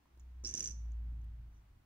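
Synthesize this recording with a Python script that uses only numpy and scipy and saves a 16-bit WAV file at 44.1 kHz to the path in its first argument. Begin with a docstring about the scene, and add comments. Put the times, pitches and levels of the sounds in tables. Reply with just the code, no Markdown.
"""On a table in a quiet small room, a toy spinner is pushed round by hand, close to the microphone.
For a third of a second it rattles: quick, uneven knocks make it ring near 6 kHz, tiny slips add a fine
chatter, and the pushes make its plastic body thrum softly. Fingers tick on it before and after.
A deep hum swells, sags in pitch and fades under the room noise."""
import sys
import numpy as np
from scipy import signal
from scipy.fft import rfft, irfft
from scipy.io import wavfile
from scipy.ndimage import uniform_filter1d

SR = 44100
rng = np.random.default_rng(int(sys.argv[2]) if len(sys.argv) > 2 else 0)


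def waveform_to_disk(signal):
    """Save audio, clipped to [-1, 1], as 16-bit WAV at the path in sys.argv[1]."""
    frames = np.transpose(np.atleast_2d(signal))
    scaled = np.clip(frames, -1, 1) * 32767
    samples = np.round(scaled).astype(np.int16)
    wavfile.write(sys.argv[1], SR, samples)


N = 81585
RING_HZ, RISE_S = 6000, .0004  # the spinner's usual pitch; how quickly a ring or a puff starts


def amp(db):
    """Turns decibels into a number to multiply a sound by."""
    return 10 ** (np.asarray(db) / 20)


def unit(x):
    """Scales a sound to an average power of one."""
    return x / np.sqrt(np.mean(x ** 2) + 1e-20)


def curve(points, column=1):
    """Joins the points of a time table with straight lines, giving one value per sample."""
    rows = np.array(points)
    return np.interp(np.arange(N) / SR, rows[:, 0], rows[:, column])


def read(points, hz):
    """Looks up frequencies in a table, on a scale where octaves are evenly spaced."""
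    f, value = np.transpose(points)
    return np.interp(np.log(hz + 1), np.log(f + 1), value)


def add(mix, s, sound):
    """Adds a stereo sound to the mix, starting at s seconds."""
    part = mix[:, max(round(s * SR), 0):][:, :sound.shape[1]]
    part += sound[:, :part.shape[1]]


def through(x, response):
    """Lets every sample of x set off its own copy of a stereo response (convolution)."""
    return signal.fftconvolve(np.atleast_2d(x), response, axes=1)[:, :N]


def colour(x, points):
    """Shapes bass and treble by a table; white noise keeps its overall power."""
    gain = unit(amp(read(points, np.fft.rfftfreq(N, 1 / SR))))
    return irfft(rfft(x) * gain, N)


def burst(decay_s):
    """A short puff of noise with a slightly rounded start, different on each side."""
    t = np.arange(1024) / SR
    return rng.standard_normal((2, len(t))) * np.exp(-t / decay_s) * (1 - np.exp(-t / RISE_S)) * 2


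def hum(third_db=-40, side_db=-21):
    """A deep, nearly pure tone, with a faint one at three times its pitch and a rumble around it."""
    # how the hum moves: t/s, f/Hz, level/dB
    course = [(0.0, 63.4, -75.5), (0.092, 60.7, -77), (0.144, 62.2, -62), (0.216, 61.74, -53.5),
              (0.422, 61.62, -48), (0.534, 61.8, -52.5), (0.582, 62.8, -68), (0.618, 60.65, -53),
              (0.664, 59.15, -55.5), (0.716, 58.6, -45.5), (0.864, 56.95, -40.5), (1.102, 57.56, -41),
              (1.472, 56.3, -51), (1.642, 53.7, -63), (1.726, 53.7, -62.5), (1.85, 53.4, -85)]
    # tone colour of the rumble: f/Hz, level/dB
    rumble_colour = [(15,-7),(30,8),(42,-5.5),(85,0.5),(115,3),(145,-13.5),(175,-11),(210,-21.5),(300,-22.5),(420,-45),(800,-70.5)]
    # loudness of the rumble: t/s, level/dB
    rumble_level = [(0,-83.5),(.2,-70),(.45,-63),(.75,-61.5),(1.1,-54.5),(1.4,-56.5),(1.66,-69.5),(1.77,-63.5),(1.85,-75.5)]
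    angle = 2 * np.pi * np.cumsum(curve(course)) / SR
    tone = np.sqrt(2) * amp(curve(course, 2)) * (np.sin(angle) + amp(third_db) * np.sin(3 * angle))
    middle, side = colour(rng.standard_normal((2, N)), rumble_colour)
    rumble = unit(middle) + amp(side_db) * unit(side) * np.array([[1], [-1]])
    return tone + amp(curve(rumble_level)) * rumble


def air():
    """Quiet room noise, alike on the left and right only in the bass."""
    # tone colour of the noise: f/Hz, level/dB
    tone_colour = [(30,5.89),(150,6),(330,1.77),(530,-8),(720,-3),(1100,-5),(2000,-9),(3200,-15),(5000,-23),(8000,-32),(16000,-45)]
    # its loudness: t/s, level/dB
    level = [(0,-73.5),(.4,-72),(.9,-70),(1.4,-72),(1.85,-74)]
    # how alike the two sides are: f/Hz, likeness from 0 to 1
    likeness = [(50,1),(150,0.98),(300,0.39),(600,0.1),(1500,0.069),(8000,0.043)]
    left, other = rfft(rng.standard_normal((2, N)))
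    same = np.clip(read(likeness, np.fft.rfftfreq(N, 1 / SR)), -1, 1)
    right = same * left + np.sqrt(1 - same ** 2) * other
    return amp(curve(level)) * colour(irfft(np.array([left, right]), N), tone_colour)


def hiss(level_db=-83):
    """The microphone's own steady hiss."""
    # tone colour of the hiss: f/Hz, level/dB
    tone_colour = [(1000,-1),(4300,2),(4700,2.5),(5300,0.5),(9300,-2.5),(9900,1.5),(10600,-4),(14000,-1),(15100,5.5),(16000,2)]
    return amp(level_db) * colour(rng.standard_normal((2, N)), tone_colour)


def fingers(pat_hz=1000, pat_s=.0019, snap_s=.0015):
    """A fingertip lands on the plastic with a dull pat and a faint snap."""
    # fingertip landings: t/s, pat level/dB, snap level/dB
    touches = [(0.0569,-68,-84),(.175,-79,-78),(0.196,-80,-76),(.439,-67.5,-75),(.5392,-61,-72.5),(1.243,-79,-77)]
    out = np.zeros((2, N))
    t = np.arange(1024) / SR
    pat = np.exp(-t / pat_s) * np.sin(2 * np.pi * pat_hz * t)
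    for s, pat_db, snap_db in touches:
        add(out, s, 2 * (amp(pat_db) * pat + amp(snap_db) * burst(snap_s)))
    return out


def room(x, near_db=-11, near_s=.0046, far_db=-15):
    """Adds quick echoes from the hand and table, then the faint lingering sound of the room."""
    # how long the room lingers: f/Hz, time to fade by 60 dB/s
    fade_times = [(200,0.21),(1500,.42),(6000,0.41),(10000,0.28),(16000,0.24)]
    t = np.arange(SR // 2) / SR
    near, far = rng.standard_normal((2, 2, len(t)))
    near = near * np.exp(-t / near_s) * (t > .0008)
    hz, times, bands = signal.stft(far * (t > .006), SR, nperseg=256)
    fade = amp(-60 * times / read(fade_times, hz)[:, None])
    far = signal.istft(bands * fade, SR, nperseg=256)[1]
    return x + sum(amp(db) * through(x, echo / np.linalg.norm(echo[0]))
                   for db, echo in ((near_db, near), (far_db, far)))


def body():
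    """The low, dull tones of the plastic body on the table after one nudge."""
    # the body's natural tones: f/Hz, level/dB, time to fade by 60 dB/s
    tones = [(174,-5,.04),(255,3.5,0.044),(340.2,5,0.078),(464,-8.5,0.021)]
    t = np.arange(4096) / SR
    out = sum(amp(db - 60 * t / fade_s) * np.sin(2 * np.pi * hz * t) for hz, db, fade_s in tones)
    return amp([[-1], [1]]) * out / np.sqrt(np.mean(out[:400] ** 2))  # a little louder on the right


def thrum():
    """Each push of the hand sets the plastic body shaking."""
    # the pushes: t/s, level/dB
    pushes = [(0.173,-70),(.438,-60),(0.446,-55.5),(0.458,-60),(.538,-61),(.548,-53),(0.614,-57.5)]
    out = np.zeros((2, N))
    for s, db in pushes:
        add(out, s, amp(db) * body())
    return out


def ring(pitch_hz):
    """The spinner's bright ring after one hit, louder on the right; where it is hit sets the pitch."""
    # its natural tones at the usual pitch: f/Hz, level/dB, time to fade by 60 dB/s, left minus right/dB
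    tones = [(1712,-31,0.013,8.5),(2770,-30.5,0.015,-8.5),(3330,-31.5,0.021,4.5),(4375,-19.5,.009,1),(5900,-16.5,0.0044,-6.5),(5960,6,0.0069,-6.5),(5830,-15,.052,0),(6300,-9.5,0.0076,-6),(7080,-14,0.017,-9),(7520,-17.5,0.0073,-9),(10320,-21,0.0068,10)]
    t = np.arange(6000) / SR
    out = np.zeros((2, len(t)))
    for hz, db, fade_s, pan_db in tones:
        lag = np.array([[-.39 + .12 * rng.standard_normal()], [0]])  # left trails by part of a cycle
        cycles = hz * pitch_hz / RING_HZ * t + rng.random()
        sides = amp([[db + pan_db / 2], [db - pan_db / 2]])
        out += sides * amp(-60 * t / fade_s) * np.sin(2 * np.pi * (cycles + lag))
    out *= 1 - np.exp(-t / RISE_S)
    return out / np.sqrt(np.mean(out[:, :128] ** 2))


def strikes(hits, gain_db=-3.5, bounce_db=-7.5, latest_bounce_s=.003):
    """Each hit rings the spinner, then bounces twice, more softly."""
    out = np.zeros((2, N))
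    for s, db, hz in hits:
        add(out, s, amp(db + gain_db) * ring(hz))
        for delay_s in rng.uniform(.3, 1, 2) * latest_bounce_s:
            add(out, s + delay_s, amp(db + gain_db + bounce_db) * ring(hz))
    return out


def ticks():
    """The spinner ticks lightly under the fingers."""
    # light hits: t/s, level/dB, ring f/Hz
    hits = [(.197,-64.5,6770),(.2025,-68,5980),(.2065,-72,5800),(.919,-65.5,6630),(1.216,-75.5,6150),(1.569,-78.5,6030)]
    return strikes(hits)


def flutter():
    """Uneven low noise that swells twice while the hum is loud."""
    # tone colour of the flutter: f/Hz, level/dB
    tone_colour = [(90,-27.5),(150,2.5),(180,4.5),(235,-2.5),(300,-18),(420,-47.5)]
    # its loudness: t/s, level/dB
    level = [(.42,-110),(.56,-72),(.74,-68.5),(.86,-71),(.95,-85),(1.04,-69),(1.14,-66),(1.23,-77.5),(1.6,-90.5)]
    return amp(curve(level)) * unit(colour(rng.standard_normal(N), tone_colour))


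def chatter(slips_per_s=1600, spread_db=1, ring_db=-56, body_db=-62.5, grit_db=-63):
    """The parts rub in many tiny slips, which stir the ring and the body and add a gritty crackle."""
    # how hard the parts rub: t/s, level/dB
    rubbing = [(.432,-39),(.440,-7),(.462,-8),(.492,3.5),(.533,-4.5),(.548,-1),(.585,4),(.63,0.5),(.68,-4),(.705,-9.5),(.73,-11.5),(.775,-44)]
    sizes = amp(spread_db * np.minimum(rng.exponential(1, N), 3)) * rng.choice([-1, 1], N)
    slips = unit(sizes * (rng.random(N) < slips_per_s / SR)) * amp(curve(rubbing))
    bright, dull = [through(slips, response * np.sqrt(2) / np.linalg.norm(response))
                    for response in (ring(RING_HZ), body())]
    strength = np.sqrt(abs(uniform_filter1d(slips ** 2, 30)))
    grit = strength * rng.standard_normal((2, N))
    return amp(ring_db) * bright + amp(body_db) * dull + amp(grit_db) * crack(grit)


def crack(x, treble_hz=11300):
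    """Gives puffs of noise the dry sound of plastic, growing brighter partway through the rattle."""
    # tone colour of a crack: f/Hz, level/dB
    tone_colour = [(300,-15),(700,1.5),(1100,-4.5),(1750,7.5),(2200,4.5),(2700,6),(3700,-1),(4500,8),(7500,5),(8900,-2.5),(10400,-1.5),(12200,-4),(15500,-14.5)]
    # which side is louder: f/Hz, left minus right/dB
    balance = [(900,-5),(1750,5),(2700,-3),(3600,-0.5),(8500,-0.5),(10500,2),(12500,5.5),(15500,5.5)]
    # boost or cut of the highest treble: t/s, gain/dB
    treble_gain = [(.44, -12.5), (.50, -15), (.54, -4), (.58, 1.5), (.66, 2.5), (.72, -2)]
    hz = np.fft.rfftfreq(N, 1 / SR)
    pan_db = read(balance, hz)
    panned = irfft(rfft(x) * amp([pan_db / 2, -pan_db / 2]), N)
    plastic = colour(panned, tone_colour)
    treble = irfft(rfft(plastic) * (1 + np.tanh((hz - treble_hz) / 500)) / 2, N)
    return plastic + (amp(curve(treble_gain)) - 1) * treble


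def rattle(crack_db=-62, crack_s=.0011, crack_follow=.503):
    """Quick knocks, each with a ring and a dry crack, mixed with scratches that do not ring."""
    # the knocks: t/s, level/dB, ring f/Hz
    knocks = [(0.4395,-53,6070),(0.4475,-33.5,5520),(0.4547,-35.5,5560),(0.4634,-36.5,5560),(0.469,-39.5,5880),(0.4724,-34.5,6140),(.4802,-36.5,5940),(0.4896,-37.5,6150),(0.4965,-39,6000),(0.5014,-47,6090),(0.5112,-42,6200),(0.5398,-28,6090),(.5486,-42.5,6160),(0.5506,-33.5,6034),(0.5611,-39,5920),(.569,-39.5,6170),(0.5755,-33.5,5660),(0.579,-36,6040),(0.5823,-40,5990),(0.5917,-64,6280),(0.5949,-33,6180),(0.606,-29,5960),(0.6106,-42,6250),(0.6205,-45.5,5920),(0.6269,-36,6470),(0.6408,-34,6110),(0.6474,-36,6360),(0.6579,-33,5950),(0.6641,-38,6250),(0.6737,-34,6240),(0.6797,-40.5,5970),(0.687,-44,5860),(0.695,-44,6110),(0.7069,-45,6040),(0.7116,-43,5970),(0.72,-47.5,6040)]
    # the scratches: t/s, level/dB
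    scratches = [(0.491,-59),(.582,-55),(.5875,-58),(.611,-61),(.6268,-50.5),(0.634,-54),(.6378,-51),(0.686,-56)]
    puffs = np.zeros((2, N))
    typical_db = np.median([db for _, db, _ in knocks])
    for s, db, _ in knocks:  # harder knocks crack louder
        add(puffs, s, amp(crack_db + crack_follow * (db - typical_db)) * burst(crack_s))
    for s, db in scratches:
        add(puffs, s, amp(db) * burst(crack_s))
    return strikes(knocks) + crack(puffs)


def brush():
    """Near the end a finger brushes the rim, just enough to keep it ringing."""
    # loudness of the brushing: t/s, level/dB
    level = [(1.48,-110),(1.525,-91.5),(1.572,-82),(1.61,-91),(1.65,-110)]
    return amp(curve(level)) * unit(through(rng.standard_normal(N), ring(RING_HZ)))


def scene():
    """The spinner in the room, over hiss, hum, flutter and room noise."""
    microphone = hiss()
    spinner = thrum() + rattle() + chatter() + ticks() + fingers() + brush()
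    return microphone + room(spinner) + hum() + flutter() + air()


def record(dry, cutoff_hz=15750):
    """Cuts away the very highest treble."""
    low_pass = signal.firwin(255, cutoff_hz, window=("kaiser", 7), fs=SR)
    return signal.oaconvolve(dry, low_pass[None], "same")


dry = scene()
out = record(dry)
waveform_to_disk(out)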